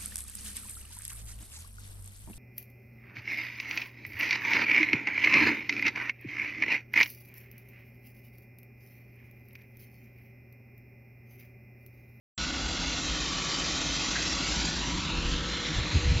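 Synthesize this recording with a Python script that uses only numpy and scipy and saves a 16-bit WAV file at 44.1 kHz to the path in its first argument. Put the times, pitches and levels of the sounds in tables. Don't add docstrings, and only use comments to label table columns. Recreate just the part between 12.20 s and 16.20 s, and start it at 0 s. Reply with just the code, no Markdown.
import sys
import numpy as np
from scipy import signal
from scipy.fft import rfft, irfft, next_fast_len
from scipy.io import wavfile
from scipy.ndimage import uniform_filter1d, map_coordinates

SR = 44100
rng = np.random.default_rng(int(sys.argv[2]) if len(sys.argv) > 2 else 0)


def int16_out(signal):
    q = np.round(np.clip(np.atleast_2d(signal).T, -1, 1) * 32767)
    wavfile.write(sys.argv[1], SR, q.astype(np.int16))


N = 176400
SHAFT_HZ = 17.95


def amp(db):
    return 10 ** (np.asarray(db) / 20)


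def unit(x):
    return x / np.sqrt(np.mean(x ** 2) + 1e-20)


def clock():
    return np.arange(N) / SR


def along(points, hz):
    freqs, values = np.transpose(points)
    return np.interp(np.log(hz + 1), np.log(freqs + 1), values)


def curves(rows):
    times, *columns = np.transpose(rows)
    return [np.interp(clock(), times, column) for column in columns]


def wobble(knots_per_s):
    return map_coordinates(rng.standard_normal(1024), [clock() * knots_per_s], mode="mirror")


def bell(peak_s, half_s):
    return np.exp(-.5 * ((clock() - peak_s) / half_s) ** 2)


def filtered(x, response):
    size = next_fast_len(N + SR // 4)
    return irfft(rfft(x, size) * response(np.fft.rfftfreq(size, 1 / SR)), size)[:N]


def coloured(x, spectrum):
    return unit(filtered(x, lambda hz: amp(along(spectrum, hz))))


def resonances(modes):
    def body(hz):
        return sum((-1) ** k * amp(db) * 1j * hz * width / (centre ** 2 - hz ** 2 + 1j * hz * width)
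                   for k, (centre, width, db) in enumerate(modes))
    return unit(filtered(rng.standard_normal(N), body))


def swell(waves, peak_s, half_s, db):
    even = waves / np.sqrt(np.abs(uniform_filter1d(waves ** 2, size=2205)) + 1e-6)
    return amp(db) * bell(peak_s, half_s) * even


def off_floor(x):
    # t/s, lag/ms
    floor_lag = [(.2, 1.45), (.7, 1.45), (.95, 1.6), (1.2, 1.65), (1.65, 1.59), (1.9, 1.53), (2.17, 1.48),
                 (2.45, 1.25), (2.7, 1.0), (2.9, .77), (3.15, .63), (3.6, .52), (4, .38)]
    # f/Hz, gain
    floor_gain = [(100, 0.26), (500, 0.21), (1100, 0.34), (1800, 0.29), (3000, 0.41), (4500, 0.16),
                  (7500, .1)]
    lag_ms, = curves(floor_lag)
    echo = filtered(x, lambda hz: along(floor_gain, hz))
    return x + map_coordinates(echo, [np.arange(N) - lag_ms * SR / 1000])


def microphone_rumble(rise=2.4, fall=2.57):
    # peak t/s, half length/s, level/dB, centre f/Hz
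    puffs = [(2.77, 0.055, -38.5, 44.3), (2.985, 0.043, -32.5, 46), (3.105, 0.057, -30, 44.4),
             (3.59, 0.03, -27, 49), (3.903, 0.046, -21, 60), (3.983, 0.015, -24, 69)]
    # peak t/s, half length/s, level/dB
    bumps = [(3.763, 0.016, -19.5)]
    # f/Hz, relative level/dB
    thud = [(25, -25), (50, -4), (80, 3), (170, -4.5), (260, -12.5), (420, -22.5), (1000, -46)]
    out = np.zeros(N)
    for peak_s, half_s, db, centre in puffs:
        hump = lambda hz: (hz / centre) ** rise / (1 + (hz / centre) ** (rise + fall))
        out += swell(unit(filtered(rng.standard_normal(N), hump)), peak_s, half_s, db)
    for peak_s, half_s, db in bumps:
        out += swell(coloured(rng.standard_normal(N), thud), peak_s, half_s, db)
    return out


def housing(shake_db=1.0, drum_trim_db=-0.5, rumble_trim_db=-1):
    # t/s, drum level/dB, rumble level/dB
    levels = [(.2, -39.5, -40), (.55, -41.5, -37), (1.13, -41.5, -39), (1.22, -40.5, -46),
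              (1.65, -40, -40.5), (1.85, -39, -49), (2.4, -36.5, -36.5), (2.8, -39, -38.5),
              (3.45, -41.5, -41.5), (4, -42.5, -35.5)]
    # f/Hz, relative level/dB
    drum_spectrum = [(50, -28), (90, -6.5), (120, -5), (165, 1), (220, -2.5), (260, -1.5), (310, -0.5),
                     (370, -4.5), (450, -19), (900, -35)]
    rumble_spectrum = [(18, -35.5), (33, -12), (44, -3.5), (56, -1.5), (78, -9.5), (110, -18.5), (220, -38)]
    drum_db, rumble_db = curves(levels)
    drum_db += shake_db * wobble(40)
    drum = unit(off_floor(coloured(rng.standard_normal(N), drum_spectrum)))
    rumble = coloured(rng.standard_normal(N), rumble_spectrum)
    return amp(drum_db + drum_trim_db) * drum + amp(rumble_db + rumble_trim_db) * rumble


def hall_tones(pitches, levels, trim_db=-2.5, fade_db=2.1, flutter_db=2.2, wander_hz=3.5):
    turned = np.clip((clock() - 2.72) / .44 + .5, 0, 1)
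    out = np.zeros(N)
    for hz, (facing_db, away_db) in zip(pitches, levels):
        phase = 2 * np.pi * (np.cumsum(hz + wander_hz * wobble(40)) / SR + rng.random())
        level_db = facing_db + (away_db - facing_db) * turned
        unsteady_db = fade_db * wobble(6) + flutter_db * wobble(45)
        out += amp(level_db + trim_db + unsteady_db) * np.sin(phase)
    return np.sqrt(2) * out


def motor():
    gear_orders = [3, 9, 14, 15, 17, 27, 31, 54, 63, 66, 73, 81]
    whine_hz = [2131, 4001, 4087, 4173, 4678, 6045]
    # level/dB facing the machine, level/dB turned away
    gear_levels = [(-47.5, -47), (-51, -45.5), (-51.5, -60), (-46, -56), (-45, -51.5), (-61, -47.5),
                   (-57.5, -53), (-55, -55.5), (-52.5, -55), (-61, -57), (-54.5, -52.5), (-51, -57.5)]
    whine_levels = [(-52.5, -55), (-52.5, -58), (-50.5, -46.5), (-51, -57), (-47, -58), (-59, -66)]
    gears = hall_tones(SHAFT_HZ * np.array(gear_orders), gear_levels)
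    return off_floor(gears) + hall_tones(whine_hz, whine_levels)


def clack(rise_s=.006, t60_s=.26):
    # t/s, level/dB
    knocks = [(1.951, -28.5)]
    # f/Hz, width/Hz, relative level/dB
    body_modes = [(1470, 130, -10), (1580, 73, -5), (1930, 250, -11)]
    envelope = np.zeros(N)
    for start_s, db in knocks:
        age = np.maximum(clock() - start_s, 0)
        envelope += amp(db - 60 * age / t60_s) * (1 - np.exp(-age / rise_s))
    return envelope * resonances(body_modes)


def disc_singing(width_share=.032):
    # peak t/s, half length/s, f/Hz, level/dB
    notes = [(.36, 0.24, 1458, -44.5), (.74, 0.045, 2750, -45.5), (1.2, 0.12, 1145, -46),
             (2.72, .13, 960, -50), (2.96, 0.086, 2670, -42.5), (3.717, .1, 1146, -48.5),
             (3.73, 0.079, 4070, -45.5)]
    return sum(amp(db) * bell(peak_s, half_s) * resonances([(hz, width_share * hz, 0)])
               for peak_s, half_s, hz, db in notes)


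def grit(patchy_db, ticks_per_s=2500, spread_db=3.5, tick_gain=.33):
    ticks = (rng.random(N) < ticks_per_s / SR) * rng.choice([-1, 1], N)
    strength = amp(spread_db * np.minimum(rng.exponential(size=N), 4))
    rush = rng.standard_normal(N) + tick_gain * unit(ticks * strength)
    spectra = signal.stft(rush, nperseg=512)[2]
    patches = uniform_filter1d(rng.standard_normal(spectra.shape), size=4, axis=0)
    patches = uniform_filter1d(patches, size=12, axis=1)
    return signal.istft(spectra * amp(patchy_db * unit(patches)), nperseg=512)[1][:N]


def discs(surge_db=.17, chatter_db=.84, shaft_db=.46, ring_db=-14, hiss_lift_db=5):
    # t/s, scrape level/dB, hiss level/dB before its lift
    levels = [(0.26, -37, -41.5), (0.34, -37, -42), (1.46, -34.5, -37.5), (2.36, -34.5, -37),
              (2.64, -37, -41), (2.88, -36, -44), (2.92, -36.5, -48.5), (3.11, -36.5, -42.5),
              (3.2, -36, -46), (3.58, -35, -42.5), (3.63, -35.5, -47.5), (3.75, -36.5, -43),
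              (4.0, -36, -47.5)]
    # f/Hz, relative level/dB
    scrape_spectrum = [(150, -29.5), (400, -4), (700, -5), (1000, -1.5), (1400, -6), (1800, -2),
                       (2500, -0.5), (3300, 1), (4100, 1), (4600, -7), (5400, -34.5), (8000, -45)]
    hiss_spectrum = [(2000, -42.5), (3500, -10), (4700, -0.5), (5700, 1), (6500, -1.5), (7500, -5.5)]
    # f/Hz, width/Hz, relative level/dB
    head_modes = [(920, 100, -0.5), (1142, 63, -4), (1433, 110, 2), (2700, 63, -7), (4160, 120, -5)]
    scrape_db, hiss_db = curves(levels)
    bite_db = surge_db * wobble(18) + chatter_db * wobble(110)
    bite_db += shaft_db * np.sin(2 * np.pi * SHAFT_HZ * clock())
    scrape = coloured(grit(patchy_db=1.2), scrape_spectrum) + amp(ring_db) * resonances(head_modes)
    hiss = coloured(grit(patchy_db=1.95), hiss_spectrum)
    scrape_at_mic = amp(scrape_db) * unit(off_floor(scrape))
    hiss_at_mic = amp(hiss_db + hiss_lift_db) * unit(off_floor(hiss))
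    return amp(bite_db) * (scrape_at_mic + hiss_at_mic)


def scene():
    mono = discs() + housing() + motor() + clack() + microphone_rumble() + disc_singing()
    return np.array([mono, mono])


def record(dry):
    start_s, top_hz = .178, 7590
    band = lambda hz: amp(-np.clip(hz - top_hz, 0, 300) / 3)
    return np.array([filtered(channel * (clock() >= start_s), band) for channel in dry])


dry = scene()
out = record(dry)
int16_out(out)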